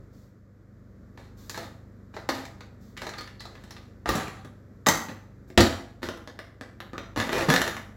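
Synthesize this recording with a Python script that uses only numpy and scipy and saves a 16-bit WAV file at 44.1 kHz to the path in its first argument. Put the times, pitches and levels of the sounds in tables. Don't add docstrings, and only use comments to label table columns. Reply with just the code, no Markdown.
import sys
import numpy as np
from scipy import signal
from scipy.fft import rfft, irfft
from scipy.io import wavfile
from scipy.ndimage import uniform_filter1d, map_coordinates

SR = 44100
rng = np.random.default_rng(int(sys.argv[2]) if len(sys.argv) > 2 else 0)


def to_wav(s):
    ch = np.atleast_2d(s).T
    pcm = np.round(np.clip(ch, -1, 1) * 32767)
    wavfile.write(sys.argv[1], SR, pcm.astype(np.int16))


N = 351036
TIME = np.arange(N) / SR


def amp(db):
    return 10 ** (np.asarray(db) / 20)


def unit(x):
    return x / np.sqrt(np.mean(x ** 2) + 1e-20)


def read(points, hz):
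    row_hz, value = np.transpose(points)
    return np.interp(np.log(hz + 1), np.log(row_hz + 1), value)


def add(mix, start, sound):
    part = mix[round(start * SR):][:len(sound)]
    part += sound[:len(part)]


def coloured(x, colour):
    gain = amp(read(colour, np.fft.rfftfreq(N, 1 / SR)))
    return unit(irfft(rfft(x) * gain, N))


def drift(turns_per_s):
    return map_coordinates(rng.standard_normal(400), [TIME * turns_per_s], order=3, mode="wrap")


def loudness(spans, attack_s=0.014, ease_db=-6, release_s=0.075):
    out = np.zeros(N)
    for start, length, db in spans:
        t = np.arange(0, length, 1 / SR)
        edges = np.minimum(t / attack_s, 1) * np.minimum((length - t) / release_s, 1)
        add(out, start, edges * amp(db + ease_db * t / length))
    return out


def sharpest_click(gain):
    log_gain = np.log(np.maximum(np.r_[gain, gain[-2:0:-1]], 1e-5))
    return np.fft.ifft(np.exp(np.conj(signal.hilbert(log_gain)))).real


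def buzz(fade_s):
    fade = np.exp(-np.arange(4096) / SR / max(fade_s, .0005))
    x = rng.standard_normal(len(fade)) * fade
    for _ in range(3):
        x = irfft(np.exp(1j * np.angle(rfft(x))))
        x = x * fade / np.sqrt(abs(uniform_filter1d(x ** 2, size=96)) + 1e-20)
    return x / np.linalg.norm(x)


# thump, hollow, clack, bright (frequency [Hz])
BAND_EDGES = [400, 1200, 4500]
def strikes(rows, colour, click_share, spot_db, chatter_stretch=1.0):
    hz = np.fft.rfftfreq(4096, 1 / SR)
    below = [1 / (1 + (hz / edge) ** 6) for edge in BAND_EDGES]
    bands = np.diff([0 * hz, *below, np.ones(len(hz))], axis=0)
    out = np.zeros(N)
    for start, db, thump_db, hollow_db, bright_db, chatter_s in rows:
        blow = np.sqrt(1 - click_share) * buzz(chatter_s * chatter_stretch)
        blow[0] += np.sqrt(click_share)
        spot = np.interp(hz, np.geomspace(200, 16000, 60), rng.standard_normal(60))
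        shape = amp(read(colour, hz) + spot_db * spot)
        band_dbs = [thump_db, hollow_db, 0, bright_db]
        gain = sum(amp(band_db) * unit(shape * band) for band_db, band in zip(band_dbs, bands))
        add(out, start, amp(db) * signal.fftconvolve(blow, sharpest_click(gain)))
    return out


def rough_noise(spans, colour, clicks_per_s, spread_db):
    size = amp(spread_db * np.minimum(rng.exponential(1, N), 4))
    clicks = size * rng.choice([-1, 1], N) * (rng.random(N) < clicks_per_s / SR)
    return loudness(spans) * coloured(clicks, colour)


def ring(force, tones, ring_db):
    travel_s = 0.00053
    lag_cycles = 2 * travel_s * np.sqrt(1000 * np.fft.rfftfreq(N + SR, 1 / SR))
    ripple = irfft(rfft(force, N + SR) * np.exp(-2j * np.pi * lag_cycles), N + SR)[:N]
    t, body = np.arange(SR) / SR, np.zeros(SR)
    for hz, db, fade_s in tones:
        tone = np.cos(2 * np.pi * hz * t) * amp(-60 * t / max(fade_s, .01))
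        body += amp(db) * tone / np.linalg.norm(tone) * np.sqrt(hz / SR)
    return ripple + amp(ring_db) * signal.fftconvolve(ripple, body)[:N]


# (pitch [Hz], level [dB])
FAN_TONES = [(49, -60.5), (74, -60.5), (99.5, -54), (124, -58), (194, -61.5), (222, -69.5)]
# (frequency [Hz], level [dB])
AIR_COLOUR = [(25, -27.5), (50, 4.5), (110, -4.5), (220, 3.5), (350, -5), (550, -8), (850, -24.5),
              (1200, -18), (1900, -22.5), (2800, -40), (4000, -36), (7500, -38.5), (9000, -52),
              (13000, -41.5), (16000, -52)]
# (time [s], level change [dB])
BACKGROUND_LEVEL = [(0, 1.5), (.45, -4), (1.1, 0.5), (3.3, 1.2), (5.6, .5), (6.6, -1.5), (7.1, 2)]
def fan():
    hum = np.zeros(N)
    for hz, db in FAN_TONES:
        strength = np.sqrt(2) * amp(db + 1.8 * drift(5))
        hum += strength * np.sin(2 * np.pi * hz * TIME + .6 * drift(5))
    air = amp(-53.5) * coloured(rng.standard_normal(N), AIR_COLOUR)
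    return (hum + air) * amp(np.interp(TIME, *np.transpose(BACKGROUND_LEVEL)))


# (start [s], length [s], relative level [dB])
HAND_STROKES = [(.12, 0.2, -60), (1.365, 0.24, -50.5), (2.8, 0.18, -57.5), (5.47, 0.1, -57)]
# (frequency [Hz], level [dB])
SKIN_COLOUR = [(1500, 2), (2800, -10), (3800, 0), (7500, -2), (9000, -15), (12500, -6.5), (16000, -5.5)]
def brushing_hands():
    hiss = coloured(rng.standard_normal(N), SKIN_COLOUR)
    return amp(-10) * loudness(HAND_STROKES) * hiss


# (pitch [Hz], relative level [dB], time to fade by 60 dB [s])
CASE_TONES = [(227.9, 4.5, 0.42), (269.8, 6, 0.19), (336, 11, 0.061), (476, -1, 0.19), (530, 4.5, 0.053),
              (668, -0.5, 0.39), (801, 1, 0.22), (1028, -15, 0.11), (1234, -3.5, 0.12), (1490, -46, 0.13),
              (1755, -1.5, 0.027), (1985, -4.5, 0.096), (2780, -35, 0.11), (3693, -2.5, 0.027),
              (4126, -5, 0.027), (5840, -5.5, 0.013), (6700, -27, 0.053)]
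def pencil_case():
    sounds = case_knocks() + lid_clicks_and_pens() + case_rubs_and_wash() + lid_scrapes()
    return ring(sounds, CASE_TONES, ring_db=-10)


# (frequency [Hz], level [dB])
CASE_COLOUR = [(30, -20), (85, 5), (250, 1.5), (600, -1.5), (1000, -2), (1900, -3), (2400, -8),
               (3100, -10.5), (4300, -7.5), (6000, -15.5), (7600, -15), (8500, -25.5), (11000, -22.5),
               (15500, -27)]
# (time [s], relative level [dB], hollow [dB], bright [dB])
FINGER_TAPS = [(1.1751, -54.5, 2, -13), (1.496, -45, -5, 5.5), (1.544, -44.5, -6, -10),
               (1.576, -46, 7.5, 0.5), (2.14, -56, 4.5, -32), (2.166, -45.5, 4.5, -14),
               (2.453, -48, -14, -4.5), (2.607, -49.5, -2.5, -11.5), (2.967, -49.5, -15, -13),
               (2.974, -41.5, -13, -10), (3.018, -41, 0.5, -9), (3.067, -42.5, 4, -6), (3.091, -44, -4, -5),
               (3.137, -44, -10, -18), (3.184, -42.5, -8, -8), (3.209, -45, -4.5, -8),
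               (3.275, -48, -13.5, -14), (3.405, -47.5, -11.5, -4), (3.454, -57, 9.5, 0),
               (3.553, -53, -6, -16), (3.638, -57, -2, -3.5), (3.7074, -50.5, -3, 0.5),
               (3.765, -50, -7, -16)]
# (time [s], relative level [dB], thump [dB], hollow [dB], bright [dB], chatter [s])
HARD_KNOCKS = [(2.2895, -31, -6, 2.5, -6, 0.0063), (5.576, -18.5, -1.5, -1, -8, 0.00463),
               (5.606, -24, -9, -5.5, -1.5, 0.0059), (7.487, -31, 3, 5, -8, .012)]
# (time [s], relative level [dB])
CHASSIS_BUMPS = [(5.502, -56), (5.584, -31), (5.598, -31), (6.02, -58.5), (6.933, -52.5), (7.175, -41)]
# (thump [dB], hollow [dB], bright [dB], chatter [s]; below 0 means shortest)
BUMP_TOUCH = (10.5, 3.5, -9, -0.02)
def case_knocks():
    tap_thump_db, tap_chatter_s = -19, 0.0033
    taps = [(start, db, tap_thump_db, hollow_db, bright_db, tap_chatter_s)
            for start, db, hollow_db, bright_db in FINGER_TAPS]
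    bumps = [(start, db, *BUMP_TOUCH) for start, db in CHASSIS_BUMPS]
    return amp(25) * strikes(HARD_KNOCKS + taps + bumps, CASE_COLOUR, click_share=0.016, spot_db=3)


# (start [s], length [s], relative level [dB])
RUBS_AND_WASH = [(1.175, 0.15, -52.5), (1.54, 0.16, -38.5), (2.13, 0.14, -46), (2.33, 0.13, -35.5),
                 (3.005, 0.11, -37.5), (3.16, 0.072, -42.5), (3.39, 0.54, -54.5), (6.02, 0.085, -30)]
def case_rubs_and_wash():
    return amp(-8.5) * rough_noise(RUBS_AND_WASH, CASE_COLOUR, clicks_per_s=830, spread_db=1)


# (start [s], length [s], relative level [dB], first pitch [Hz], last pitch [Hz], roughness [factor])
SQUEAKS = [(2.965, 0.012, -49, 1950, 2120, 0.2), (3.178, 0.018, -42.5, 4340, 4750, 1.15),
           (3.394, 0.015, -45, 4100, 4180, 1.1), (3.453, 0.0041, -43.5, 4000, 4200, 0.8),
           (4.269, 0.0084, -44, 2580, 2410, 0.3), (6.929, 0.037, -44, 1313, 1217, 0.42),
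           (7.327, 0.045, -39, 2460, 2430, 0.13), (7.332, 0.094, -34, 559, 558.4, 0.49)]
def squeaks(jitter_hz=403, overtone_db=-32):
    out = np.zeros(N)
    for start, length, db, first_hz, last_hz, roughness in SQUEAKS:
        count = int(length * SR)
        wobble = unit(uniform_filter1d(rng.standard_normal(SR), size=50))[:count]
        pitch = np.linspace(first_hz, last_hz, count) + jitter_hz * roughness * wobble
        phase = 2 * np.pi * np.cumsum(pitch) / SR
        tone = np.sin(phase) + amp(overtone_db) * np.sin(2 * phase)
        add(out, start, amp(db) * tone * signal.windows.tukey(count, .5))
    return amp(2) * out


# (time [s], relative level [dB], thump [dB], hollow [dB], bright [dB], chatter before stretching [s])
TIN_HITS = [(4.058, -33.5, -6, 3.5, -18, 0.004), (4.09, -24, -4.5, -1.5, -8.5, 0.0037),
            (4.154, -38.5, 9.5, 3, 3, 0.0084), (4.198, -39.5, -12, -3.5, -10, 0.0027),
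            (4.28, -41.5, 2.5, -11.5, -10, 0.004), (4.447, -50.5, 7.5, 1.5, -8, 0.007),
            (4.862, -21.5, -14, -24.5, -18.5, 0.008), (4.8672, -23, -2, 3, 0.5, 0.0057),
            (4.8862, -19, -3, -4.5, -0.5, 0.0036), (5.085, -39.5, 3.5, -5, -17, 0.012)]
# (frequency [Hz], level [dB])
TIN_COLOUR = [(35, -17), (70, 4), (250, 12.5), (600, 4.5), (1300, -2.5), (1950, -2.5), (2400, -12.5),
              (4200, -13.5), (7500, -15), (8500, -29), (10000, -19.5), (15500, -25)]
# (start [s], length [s], relative level [dB])
TIN_SLIDES = [(4.065, 0.21, -24.5), (4.24, 0.21, -43.5)]
# (frequency [Hz], level [dB])
SLIDE_COLOUR = [(40, -14.5), (90, 13), (300, -2.5), (800, 1), (1900, 0.5), (2600, -7.5), (4300, -7),
                (5500, -20.5), (6800, -10.5), (8600, -26), (10000, -19), (15500, -37.5)]
# (pitch [Hz], relative level [dB], time to fade by 60 dB [s])
TIN_TONES = [(243.5, -1.5, 0.42), (310.6, 0.5, 0.17), (769, 2, 0.48), (1140, -8.5, 0.24), (1207, -3, 0.1),
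             (1305, -3.5, 0.11), (1590, -14.5, 0.17), (1930, -6, .1), (2541, -10.5, .15),
             (3950, -3, 0.0089), (4500, -18, .06), (5930, -5, .02), (7580, -5, .02)]
def flat_tin():
    blows = amp(22) * strikes(TIN_HITS, TIN_COLOUR, click_share=0.02, spot_db=3.5, chatter_stretch=.85)
    scraping = amp(-10.5) * rough_noise(TIN_SLIDES, SLIDE_COLOUR, clicks_per_s=4300, spread_db=3)
    return ring(blows + scraping, TIN_TONES, ring_db=-9)


# (time [s], relative level [dB], pitch [Hz], time to fade by 60 dB [s])
TRAY_THUDS = [(4.086, -21.5, 71.5, 0.069), (4.151, -26, 198, 0.05), (5.58, -6, 96, 0.053),
              (5.594, -35, 103, 0.069), (6.027, -36, 87, 0.2), (7.171, -21, 99, 0.082),
              (7.485, -12, 182, 0.047)]
def tray_thuds(rise_cycles=0.15):
    out, t = np.zeros(N), np.arange(SR // 2) / SR
    for start, db, hz, fade_s in TRAY_THUDS:
        rise = 1 - np.exp(-(t * hz / rise_cycles) ** 2)
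        add(out, start, rise * amp(db - 60 * t / fade_s) * np.sin(2 * np.pi * hz * t))
    rumble_cut = signal.butter(2, 55, "high", fs=SR, output="sos")
    return signal.sosfilt(rumble_cut, out)


# (frequency [Hz], level [dB])
LID_COLOUR = [(30, -8), (75, 5), (250, 0.5), (600, 1.5), (1000, -0.5), (1900, -1), (2400, -7.5),
              (4300, -10.5), (7600, -16.5), (8500, -24.5), (11000, -19.5), (15500, -27)]
# (time [s], relative level [dB])
LID_CLICKS = [(6.0305, -41), (6.088, -36.5), (6.174, -50.5), (6.275, -45), (6.3905, -42.5), (6.611, -44),
              (6.8035, -42), (6.9805, -40.5), (7.1615, -38.5), (7.201, -29), (7.293, -36), (7.33, -31.5),
              (7.41, -36), (7.767, -38)]
PEN_CLICKS = [(7.502, -24.5), (7.539, -26), (7.562, -26.5), (7.617, -27.5), (7.678, -33.5)]
# (thump [dB], hollow [dB], bright [dB], chatter [s]; below 0 means shortest)
LID_TOUCH = (-6, -3.5, -13.5, -0.23)
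PEN_TOUCH = (-20.5, -7.5, -7.5, -0.06)
def lid_clicks_and_pens():
    lid = [(start, db, *LID_TOUCH) for start, db in LID_CLICKS]
    pens = [(start, db, *PEN_TOUCH) for start, db in PEN_CLICKS]
    return amp(25.5) * strikes(lid + pens, LID_COLOUR, click_share=0.0018, spot_db=3.5)


# (start [s], length [s], relative level [dB])
LID_SCRAPES = [(7.158, 0.17, -27.5), (7.31, 0.19, -23.5), (7.48, 0.15, -21), (7.63, 0.104, -29)]
def lid_scrapes():
    return amp(-9.5) * rough_noise(LID_SCRAPES, LID_COLOUR, clicks_per_s=1100, spread_db=2.5)


# (frequency [Hz], time to fade by 60 dB [s])
ROOM_FADE = [(80, 0.62), (250, 0.4), (700, 0.57), (1800, 0.5), (4000, 0.44), (8000, 0.44), (15000, 0.44)]
def room(x, table_db=-2, table_fade_s=0.13, build_up_s=0.0011, paths=7, paths_per_s=23):
    t, out = np.arange(SR) / SR, x.copy()
    for path in range(paths):
        table, walls = rng.standard_normal((2, SR)) * (rng.random((2, SR)) < 6000 / SR)
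        table *= amp(-60 * t / table_fade_s) * (t > .001)
        hz, age, spectrum = signal.stft(walls, SR, nperseg=256)
        spectrum = spectrum * amp(-60 * age / read(ROOM_FADE, hz)[:, None])
        tail = signal.istft(spectrum, SR, nperseg=256)[1][:SR]
        tail *= 1 - np.exp(-t / build_up_s)
        echoes = amp(table_db) * table / np.linalg.norm(table) + tail / np.linalg.norm(tail)
        away = (TIME * paths_per_s - path) % paths - paths / 2
        share = np.cos(np.pi / 2 * np.clip(away, -1, 1))
        out += signal.fftconvolve(x * share, echoes)[:N]
    return out


def scene():
    handling = pencil_case() + flat_tin() + tray_thuds() + squeaks() + brushing_hands()
    return (room(handling) + fan())[None]


def record(dry):
    ceiling, top_hz = .86, 16100
    rounded = dry / (1 + (dry / ceiling) ** 6) ** (1 / 6)
    treble_cut = signal.firwin(255, top_hz, window=("kaiser", 8), fs=SR)
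    return signal.oaconvolve(rounded, treble_cut[None], "same")


dry = scene()
out = record(dry)
to_wav(out)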